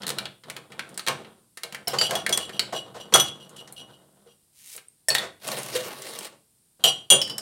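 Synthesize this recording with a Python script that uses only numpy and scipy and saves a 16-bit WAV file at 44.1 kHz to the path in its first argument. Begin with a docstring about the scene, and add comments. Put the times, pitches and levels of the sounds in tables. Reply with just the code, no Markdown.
"""A small kitchen: a plastic funnel is worked loose from a filled glass jar and set on the next one,
among empty jars on a tray. The funnel ticks, judders and rubs, struck glass rings and sets its
neighbours rattling, and the jars thud on the tray. A sleeve brushes by and catches, something tiny
pops; the full jar is gripped and scrapes away over the tray, then an empty one bumps its neighbours.
The sound is close, with a short room tail and a faint hiss; a limiter holds down the loudest clinks."""
import sys
import numpy as np
from scipy import signal
from scipy.fft import rfft, irfft, next_fast_len
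from scipy.io import wavfile
from scipy.ndimage import uniform_filter1d, minimum_filter1d

SR = 44100
rng = np.random.default_rng(int(sys.argv[2]) if len(sys.argv) > 2 else 0)


def master_out(mix):
    """Clip the mix to full scale and print it as 16-bit PCM to the path in sys.argv[1]."""
    frames = np.transpose(np.atleast_2d(mix))
    ceiling = np.clip(frames, -1, 1)
    pcm = np.round(ceiling * 32767).astype(np.int16)
    wavfile.write(sys.argv[1], SR, pcm)


N = 326777
TIME = np.arange(N) / SR

# jars bump the tray: (time [s], level [dB], resonance [Hz], swell [s], "alone" or in the "crowd")
KNOCKS = [(0.072, -37.5, 294, 0.036, "alone"), (1.074, -26, 1080, 0.021, "alone"),
          (1.634, -40.5, 567, 0.019, "alone"), (1.873, -30, 730, 0.0035, "crowd"),
          (1.933, -25, 980, 0.0096, "alone"), (2.01, -30.5, 694, 0.017, "crowd"),
          (2.094, -26.5, 686, 0.045, "alone"), (2.153, -28, 720, 0.0094, "crowd"),
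          (2.291, -29.5, 635, 0.011, "alone"), (2.374, -33, 650, 0.0038, "crowd"),
          (2.725, -26.5, 700, 0.008, "crowd"), (2.944, -36.5, 616, 0.022, "crowd"),
          (3.124, -27, 1360, 0.0016, "alone"), (3.14, -16, 1300, 0.014, "crowd"),
          (4.259, -56.5, 476, 0.01, "crowd"), (4.75, -52, 470, 0.0061, "alone"),
          (5.103, -31, 651, 0.019, "alone"), (5.181, -34.5, 1980, 0.062, "alone"),
          (5.857, -40, 171, 0.0071, "alone"), (6.32, -51, 796, 0.0071, "alone"),
          (6.839, -27, 740, 0.023, "crowd"), (7.104, -20.5, 564, 0.027, "alone")]
# low resonances of the room and higher ones of the tray: (centre [Hz], width [Hz], lift [dB])
ROOM_TRAY_MODES = [(120, 10, 7), (152, 10, 6), (197, 14, 7.5), (300, 18, 4.5), (380, 20, 3), (458, 25, 4),
                   (535, 30, 9), (660, 55, 7.5), (790, 50, 6.5), (1080, 130, 4), (1420, 160, 5)]
# spectrum of a dry click: (frequency [Hz], level [dB])
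TICK_COLOUR = [(100, -21.5), (300, -5), (800, -2), (1500, -3.5), (4000, 3.5), (6000, -3.5), (9500, 0),
               (12000, -7), (16000, -12)]


def clinks(crack_db=-9.0, crack_t60=0.08, bloom_s=0.00024, answer_db=-5.5, answer_t60=0.12):
    """A struck jar rings in its modes; the contact cracks, and touching jars answer at nearby pitches."""
    # ringing modes of the jars; the dragged one also sets the tray ringing low:
    # (frequency [Hz], level [dB], t60 [s])
    jars = { "squat": [(3354, 0, .145), (5373, -17, .15), (5943, -8, .12), (6034, -8, .125),
            (6944, -11, .13), (7790, -19, .12), (8895, -8, .11), (9055, -11, .11), (10840, -14, .11),
            (12680, -15, .12)], "wide": [(2890, -8, .17), (3059, 0, .18), (3212, 0, .17), (5819, -21, .3),
            (6942, -7, .13), (7542, -14, .18), (7849, -16, .16), (8527, -12, .15), (9458, -16, .18),
            (10000, -14, .14), (12110, -13, .14)], "tall": [(2813, -10, .24), (2886, -8, .16),
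            (3212, -8, .18), (3340, 0, .15), (6030, -6, .12), (6993, -6, .1), (7790, -12, .11),
            (8892, -5, .1), (9120, -3, .125), (12690, -16, .1)], "thick": [(3025, -4, .22), (4614, 0, .16),
            (4655, -3, .1), (4822, 1, .07), (5750, -12, .08), (6934, -14, .2), (7610, -13, .17),
            (9254, -18, .15), (11000, -15, .1)], "small": [(3009, -3, .2), (4822, -10, .28), (5366, 0, .11),
            (6500, -24, .15), (7180, -22, .15), (8950, -20, .15)], "full": [(640, -5, .1), (1814, 1, .05),
            (5463, 1, .1), (7780, -1, .12), (8136, -7, .06), (9199, -8, .05), (9790, -8, .05)],
            "held": [(780, -11, .08), (1900, -4, .035), (3480, 0, .04), (3760, -9, .08), (4300, -9, .04)],
            "dragged": [(505, 7, .13), (2821, -10, .16), (3806, -13, .14), (4969, -12, .11),
            (5870, -12, .1), (9200, -13, .1)], "narrow": [(2520, -13, .08), (3550, -13, .08),
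            (4390, 0, .08), (4570, -5, .12), (7790, -13, .1)], }
    # strikes on glass: (time [s], jar, level [dB], brightness [dB/octave])
    strikes = [(1.873, "small", -28, 1.5), (1.9858, "thick", -17.5, -4), (2.0125, "thick", -20.5, 4),
               (2.1532, "squat", -25, -5), (2.3258, "squat", -14.5, -3), (2.594, "narrow", -27, 0),
               (3.1389, "squat", -7.5, 0.5), (3.1983, "squat", -16, 2), (5.0846, "full", -20.5, 0),
               (5.103, "narrow", -17, -5), (5.1497, "held", -15, 0.5), (5.1824, "held", -20, 6),
               (5.754, "dragged", -29, 0), (6.8391, "wide", -13.5, 1), (7.1019, "tall", -4.5, 1.5),
               (7.104, "wide", -18.5, 3), (7.2158, "small", -18, -3), (7.2973, "small", -26.5, -7),
               (7.3811, "small", -32, 7)]
    out, t = np.zeros(N), TIME[:SR // 2]
    for s, jar, level_db, tilt in strikes:
        hz, mode_db, t60 = np.array(jars[jar]).T[:, :, None]
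        mode_db = mode_db + tilt * np.log2(hz / 3500) + rng.standard_normal(hz.shape)
        ring = ringing(t, hz, from_db(mode_db), t60)
        nearby = [(f, 71.0, db) for f, db in zip(hz, mode_db)]  # bands 71 Hz wide
        answer = from_db(answer_db) * dense_modes(t, lambda f: peaks_db(f, nearby)) * fade(t, answer_t60)
        crack = from_db(crack_db) * dense_modes(t, lambda f: at_hz(TICK_COLOUR, f)) * fade(t, crack_t60)
        add(out, s, from_db(level_db) * ((ring + answer) * rise(t, bloom_s) + crack))
    return out


def ticks(gain_db=-7.0, snap_t60=0.019, body_t60=0.079, contact_s=0.00033, shelf_hz=5500):
    """Small dry clicks and catches: a damped snap and a duller tail, some with a hollow ring."""
    # clicks and catches: (time [s], level [dB], resonance [Hz], treble [dB], hollow ring [dB])
    clicks = [(0.019, -27, 5160, -18, -17), (0.033, -22, 3460, -21, -16), (0.185, -9.5, 3770, -18, -7),
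              (0.255, -17, 3540, -27, -16), (0.436, -38.5, 4200, -20, -11),
              (0.4992, -19.5, 2340, -11.5, -22), (0.565, -22.5, 2580, -15, -11),
              (0.7202, -33.5, 2260, -17, -10), (0.7932, -12, 2350, -26, -15), (0.891, -40, 1300, 0, -12),
              (0.9425, -37.5, 5000, -4, -16), (0.976, -15, 8600, -4, -7.5), (0.9937, -18, 4240, -13, -21),
              (1.2464, -39, 2760, -24, -8), (1.5725, -22.5, 1970, -7.5, -19), (1.6338, -16.5, 4200, -5, -3),
              (1.724, -25.5, 2810, -13, -13), (1.7464, -18, 2100, -15, -12),
              (1.8803, -8.5, 5370, 30, -11.5), (2.013, -7.5, 4990, -27, -25),
              (2.1088, -10.5, 1360, -11, -18), (2.153, -14, 3070, -3, -22), (2.2641, -8.5, 1910, -15.5, -5),
              (2.2928, -12.5, 4660, -3, -8), (2.375, -6, 8600, -11.5, -23), (2.4933, -24.5, 2200, -20, -20),
              (2.5942, -4, 4530, -15.5, -8.5), (3.158, -3, 9000, -12, -30), (3.493, -39, 7260, 3, -25),
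              (3.5646, -35, 7000, -5.5, -26), (3.675, -36, 6000, -14, -20), (3.724, -26, 9000, 29, -13),
              (4.7295, -32.5, 9130, 5, -30), (4.7637, -22, 11500, 16, -25), (4.7775, -32.5, 2630, -9, -5.5),
              (5.1458, -16, 7940, 2, -29.5), (5.1499, -4, 3120, -13, -30), (5.477, -14, 9500, -1, -31),
              (5.516, -15, 4200, -9, -28), (5.586, -21, 9060, 7, -30), (5.6314, -21, 5800, 5.5, -31),
              (5.906, -28, 1280, -24, -30), (6.0196, -23, 5500, 0, -28), (6.188, -19.5, 5760, -0.5, -27),
              (6.8406, -9, 4200, -15.5, -21.5), (7.276, -27, 9000, -16, -30), (7.381, -13, 8250, -5.5, -30)]
    # hollow resonances that colour every click: (centre [Hz], width [Hz], lift [dB])
    hollow_modes = [(1360, 290, 5.5), (1740, 360, 7), (2200, 87, 1.5), (3560, 750, -3), (4200, 310, 0)]
    out, t = np.zeros(N), TIME[:SR // 6]
    dull = signal.butter(1, 7000, fs=SR)
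    for s, level_db, centre_hz, treble_db, ring_db in clicks + judders():
        def colour(f):
            spot = 7.0 * hump(f, centre_hz, octaves=0.22)
            shelf = (treble_db + 13.5) * f ** 4 / (f ** 4 + shelf_hz ** 4)
            return at_hz(TICK_COLOUR, f) + body_lift(f, hollow_modes) + spot + shelf
        snap = dense_modes(t, colour) * fade(t, snap_t60)
        body = signal.lfilter(*dull, dense_modes(t, colour)) * fade(t, body_t60)
        body_db = -13.5 - 0.4 * level_db  # softer ticks have more tail for their snap
        sound = snap + from_db(body_db) * body + from_db(ring_db) * hollow_ring(t, centre_hz)
        add(out, s, from_db(level_db + gain_db) * sound * rise(t, contact_s))
    return out


def judders(wander_octaves=0.17):
    """The stuck funnel or sliding jar slips in quick, even ticks, each on a slightly different spot."""
    # runs of slips: (time [s], slips, gap [s], first level [dB], growth [dB/slip], resonance [Hz],
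    # treble [dB], hollow ring [dB])
    runs = [(0.067, 4, 0.012, -15, 1, 3300, -8, -24), (1.065, 3, 0.0091, -16.5, 5.5, 3100, -15, -8.5),
            (5.085, 3, 0.0036, -7, -1, 9000, 9, -28), (5.751, 4, 0.0049, -15.5, -0.2, 3000, -11, -25.5)]
    clicks = []
    for s, slips, gap, first_db, growth_db, hz, treble_db, ring_db in runs:
        for k in range(slips):
            spot_hz = hz * 2 ** (wander_octaves * rng.standard_normal())
            clicks.append((s + k * gap, first_db + k * growth_db, spot_hz, treble_db, ring_db))
    return clicks


def hollow_ring(t, centre_hz, favour_db=14.0, scatter_db=3.5):
    """A short, plastic-sounding ring that favours the modes near the click's resonance."""
    # modes of the hollow ring: (frequency [Hz], level [dB], t60 [s])
    ring_modes = [(1300, -11, .07), (1566, -2.5, 0.17), (2180, -4, 0.061), (2354, -3, 0.097),
                  (2810, -7, .08), (3300, -6, 0.057), (3880, -6.5, 0.078), (4030, -5.5, 0.078),
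                  (4240, -1, 0.044), (4700, -10.5, 0.042), (7360, -13, 0.063), (9000, -4, 0.031)]
    hz, mode_db, t60 = np.array(ring_modes).T[:, :, None]
    spot_db = favour_db * hump(hz, centre_hz, octaves=0.69)
    gains = from_db(mode_db + spot_db + scatter_db * rng.standard_normal(hz.shape))
    return ringing(t, hz, gains, t60) / np.linalg.norm(gains)


def knocks(tray_t60=0.17, resonance_db=8.5, start_gain=0.6):
    """A low thud on the tray swells briefly, then dies away."""
    # spectrum of the knocked tray: (frequency [Hz], level [dB])
    tray_colour = [(40, -22), (80, -7), (130, -1), (260, -3), (500, 3), (800, -2.5), (1400, -5.5),
                   (2200, -11), (4000, -11.5), (8000, -16), (16000, -33)]
    out, t = np.zeros(N), TIME[:SR // 3]
    for s, level_db, centre_hz, swell_s, _ in KNOCKS:
        def colour(f):
            # high-pitched knocks are hard and carry less bass
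            hardness = np.log2(centre_hz / 550) * np.log2(np.clip(f, 100, 2000) / 550)
            spot = resonance_db * hump(f, centre_hz, octaves=0.18)
            return at_hz(tray_colour, f) + body_lift(f, ROOM_TRAY_MODES) + hardness + spot
        envelope = np.interp(t, [0, swell_s], [start_gain, 1]) * hold(t, swell_s, tray_t60)
        add(out, s, from_db(level_db) * dense_modes(t, colour) * envelope)
    return out


def rattles(tremble_db=-14.5, tremble_s=0.055, onset_s=0.0015, die_t60=0.015):
    """Knocked or jostled, the empty jars tremble together and ring from a flurry of tiny touches."""
    # the hand or the rocking funnel jostles the jars: (time [s], level [dB])
    jostles = [(2.021, -33.5), (2.4, -45), (2.523, -45), (2.752, -47), (3, -53), (3.239, -41), (3.396, -53),
               (3.559, -50.5), (3.762, -47), (3.899, -60), (4.27, -72), (6.8, -59), (6.839, -23.5)]
    # resonances of the crowd of empty jars: (centre [Hz], width [Hz], level [dB])
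    crowd_modes = [(2885, 16, -6), (2920, 16, -5), (2975, 22, -9), (3060, 25, -10), (3214, 18, -8),
                   (3330, 80, -8), (3850, 450, -9), (4613, 16, -16), (5798, 30, -12), (7574, 25, -13),
                   (8064, 25, -16), (9292, 35, -18), (9458, 30, -17), (9895, 22, -17), (12516, 30, -20)]
    after_knocks = [(s + swell_s, db + tremble_db)
                    for s, db, _, swell_s, place in KNOCKS if place == "crowd"]
    out, shaking, t = np.zeros(N), np.zeros(N), TIME[:SR // 2]
    for s, level_db in jostles + after_knocks:
        add(shaking, s, from_db(level_db) * rise(t, onset_s) * hold(t, tremble_s, die_t60))
    touches = shaking * rms_one(grains(per_s=500, spread_db=2.2))
    for hz, width, mode_db in crowd_modes:
        ring = signal.lfilter(*signal.iirpeak(hz, hz / width, fs=SR), touches + 1e-18)
        out += from_db(mode_db) * np.sqrt(SR / (np.pi * width)) * ring  # power independent of width
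    return filtered(out, 6, 2600, "high")


def sliding(rumble_db=-4.0, grit_db=-0.5, judder_db=2.5, patchy_db=3.0, release_t60=0.081):
    """The full jar is pushed over the tray: dense slips rumble in the tray and scratch in the treble."""
    # pushes: (time [s], length [s], level [dB], easing off [dB/s], swell [s])
    pushes = [(5.386, 0.35, -32, 24, 0.1), (5.70, 0.29, -29.5, 55.5, 0.059), (5.975, 0.29, -40.5, 8, 0.054)]
    # spectrum of glass scraping the tray: (frequency [Hz], level [dB])
    slide_colour = [(60, -24), (120, -3.5), (250, -1), (400, 2.5), (520, -0.5), (900, -2.5), (1300, -8),
                    (2500, -9), (4000, -8), (7400, -14), (9200, -9.5), (11000, -15.5), (16000, -19)]
    # resonances that scraping wakes in the jar: (centre [Hz], width [Hz], lift [dB])
    jar_modes = [(586, 35, 7), (628, 22, 7), (1140, 54, 8.5), (2820, 45, 4)]
    slips = from_db(judder_db * wander(per_s=130.5)) * grains(per_s=3500, spread_db=3.2)
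    # bands come and go as the contact moves
    edges = np.geomspace(90, 17000, 24)
    patchy = sum((-1) ** k * from_db(patchy_db * wander(per_s=28.03)) * filtered(slips, 2, band, "band")
                 for k, band in enumerate(zip(edges, edges[1:])))
    modes = ROOM_TRAY_MODES + jar_modes
    scrape = coloured(patchy, lambda f: at_hz(slide_colour, f) + body_lift(f, modes))
    rumble = from_db(rumble_db) * rms_one(filtered(scrape, 3, 1500, "low"))
    grit = from_db(grit_db) * rms_one(filtered(scrape, 3, 1500, "high"))
    effort = np.zeros(N)
    for s, length, level_db, easing, swell_s in pushes:
        eased_db = level_db - easing * np.clip(TIME - s, 0, length)
        effort += from_db(eased_db) * stroke(s, length, swell_s, release_t60)
    return effort * (rumble + grit)


def rubbing(uneven_db=3.5, attack_s=0.0078, release_t60=0.33):
    """Funnel, jars and tray rub under the hand: sparse small slips in uneven spurts."""
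    # hand strokes: (time [s], length [s], level [dB])
    rubs = [(0.0, 0.22, -43), (0.446, .14, -46.5), (0.697, 0.31, -50), (1.066, 0.24, -50),
            (1.715, 0.056, -44.5), (1.896, 0.77, -45), (2.732, 0.56, -50), (3.35, 0.55, -53),
            (3.97, 0.32, -67.5), (6.789, 0.21, -55), (7.244, 0.27, -47.5)]
    # spectrum of the rubbing: (frequency [Hz], level [dB])
    rub_colour = [(50, -18.5), (120, 2), (300, 2.5), (650, -2), (1400, -7.5), (2300, -18.5), (3500, -8.5),
                  (5500, -25), (9500, -24), (16000, -42.5)]
    slips = from_db(uneven_db * wander(per_s=45.3)) * grains(per_s=1000, spread_db=2.5)
    effort = sum(from_db(db) * stroke(s, length, attack_s, release_t60) for s, length, db in rubs)
    return effort * coloured(slips, lambda f: at_hz(rub_colour, f) + body_lift(f, ROOM_TRAY_MODES))


def brushing(s=4.49, length_s=0.259, start_db=-63.0, growth_db_per_s=81.0):
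    """Something light, probably a sleeve, brushes along the table, swelling until it catches."""
    # spectrum of the brushing fibres: (frequency [Hz], level [dB])
    brush_colour = [(300, -24), (1400, -19), (2200, -8.5), (6500, -5.5), (9200, -2.5), (16000, -12)]
    fibres = coloured(grains(per_s=6000, spread_db=3.8), lambda f: at_hz(brush_colour, f))
    swell = from_db(start_db + growth_db_per_s * np.clip(TIME - s, 0, length_s))
    return fibres * swell * stroke(s, length_s, attack_s=0.08, release_t60=0.146)


def bubble(s=4.884, level_db=-26.5, hz=8600.0, t60=0.012, onset_s=0.0011):
    """One tiny, high pop, perhaps from the foam on the filled jar."""
    out, t = np.zeros(N), TIME[:SR // 20]
    add(out, s, from_db(level_db) * np.sin(2 * np.pi * hz * t) * rise(t, onset_s) * fade(t, t60))
    return out


def kitchen(x, wet_db=-10.0, first_wall_s=0.00079):
    """Diffuse wall reflections, each band dying at its own rate."""
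    # reverberation: (frequency [Hz], t60 [s], level [dB])
    room = [(120, 0.62, 2), (490, 0.27, 4.5), (3000, 0.33, 0), (6400, 0.27, -7), (9500, 0.34, -1.5),
            (14900, 0.12, -1.5)]
    decays, levels = np.array(room)[:, :2], np.array(room)[:, ::2]
    t, edges = TIME[:2 * SR // 3], np.geomspace(60, 17000, 12)
    response = np.zeros(len(t))
    for low, high in zip(edges, edges[1:]):
        hz = np.sqrt(low * high)
        band = filtered(rng.standard_normal(len(t)), 2, [low, high], "band")
        response += band * fade(t, at_hz(decays, hz)) * from_db(at_hz(levels, hz))
    response *= t > first_wall_s
    return from_db(wet_db) * signal.fftconvolve(x, response / np.linalg.norm(response))[:N]


def room_tone(level_db=-65.5):
    """Still air with a faint, steady hiss."""
    # spectrum of the quiet room: (frequency [Hz], level [dB])
    air_colour = [(18, -36), (30, -7), (145, 4), (584, -11), (988, -14), (1190, -17), (2300, -17),
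                  (3490, -14), (5040, -11), (6300, -15), (7870, -7), (9100, -2), (10500, -8), (13300, -12),
                  (16000, -19)]
    return from_db(level_db) * dense_modes(TIME, lambda f: at_hz(air_colour, f))


def ringing(t, hz, gains, t60):
    """Decaying sine modes of random phase, summed."""
    return np.sum(gains * fade(t, t60) * np.sin(2 * np.pi * (hz * t + rng.random(hz.shape))), axis=0)


def dense_modes(t, db_at):
    """Countless modes of random phase under one spectrum."""
    phases = np.exp(2j * np.pi * rng.random(len(t) // 2 + 1))
    return coloured(irfft(phases, len(t)), db_at)


def grains(per_s, spread_db):
    """Random micro-slips of uneven size."""
    sizes = from_db(spread_db * np.minimum(rng.exponential(1, N), 4)) * rng.choice([-1, 1], N)
    return sizes * (rng.random(N) < per_s / SR)


def wander(per_s):
    """A random level that glides to a new value so many times a second."""
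    values = rng.standard_normal(SR // 10)
    return np.interp(TIME * per_s, np.arange(len(values)), values)


def stroke(s, length, attack_s, release_t60):
    """Envelope of a hand movement: swell, hold, die away."""
    t = TIME - s
    return np.clip(t / attack_s, 0, 1) ** 2 * hold(t, length, release_t60)


def rise(t, onset_s):
    """Exponential attack."""
    return 1 - np.exp(-t / onset_s)


def hold(t, length, t60):
    """Full level for a while, then a decay."""
    return fade(np.maximum(t - length, 0), t60)


def fade(t, t60):
    """Exponential decay, 60 dB down at t60."""
    return np.exp(-np.log(1000) * t / t60)


def coloured(x, db_at):
    """Shape x with an EQ curve (dB as a function of Hz), at unit power."""
    size = next_fast_len(len(x))
    gains = from_db(db_at(np.fft.rfftfreq(size, 1 / SR)))
    return rms_one(irfft(rfft(x, size) * gains, size)[:len(x)])


def filtered(x, order, hz, kind):
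    """Low-, high- or band-pass filter with a flat passband."""
    return signal.sosfilt(signal.butter(order, hz, kind, fs=SR, output="sos"), x)


def at_hz(points, hz):
    """Read a curve on a log-frequency axis."""
    f, value = np.transpose(points)
    return np.interp(np.log(hz + 1e-9), np.log(f), value)


def hump(hz, centre_hz, octaves):
    """A resonance bump of height 1."""
    return 1 / (1 + (np.log2((hz + 1) / centre_hz) / octaves) ** 2)


def body_lift(hz, modes):
    """Lift in dB that resonances give to whatever excites them."""
    return sum(lift_db / (1 + (2 * (hz - centre) / width) ** 2) for centre, width, lift_db in modes)


def peaks_db(hz, peaks):
    """Spectrum in dB of parallel resonances."""
    power = sum(from_db(2 * peak_db) / (1 + ((hz ** 2 - centre ** 2) / (width * hz + 1)) ** 2)
                for centre, width, peak_db in peaks)
    return 10 * np.log10(power + 1e-12)


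def from_db(db):
    """Decibels to gain."""
    return 10 ** (np.asarray(db) / 20)


def rms_one(x):
    """Scale to unit power."""
    return x / np.sqrt(np.mean(x ** 2) + 1e-20)


def add(track, s, sound):
    """Mix a sound in at time s."""
    start = round(s * SR)
    track[start:start + len(sound)] += sound[:N - start]


def scene():
    """Contacts and friction in the kitchen, over quiet room tone; mono."""
    near = clinks() + rattles() + ticks() + knocks() + rubbing() + sliding() + brushing() + bubble()
    near = filtered(near, 4, 68, "high")  # the near sounds carry no deep bass
    return (near + kitchen(near) + room_tone())[None]


def record(dry, ceiling=0.99, release_db_per_s=494.0, cutoff_hz=16100):
    """A fast limiter holds the loudest clinks down; a steep low-pass cuts the very top."""
    over_db = 20 * np.log10(np.maximum(np.abs(dry[0]) / ceiling, 1))
    held_db = np.maximum.accumulate(over_db + release_db_per_s * TIME) - release_db_per_s * TIME
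    gain_db = uniform_filter1d(minimum_filter1d(-held_db, size=45), size=45)  # 1 ms look-ahead
    high_cut = signal.ellip(10, .1, 80, cutoff_hz, fs=SR, output="sos")
    return signal.sosfilt(high_cut, dry * from_db(gain_db))


dry = scene()
out = record(dry)
master_out(out)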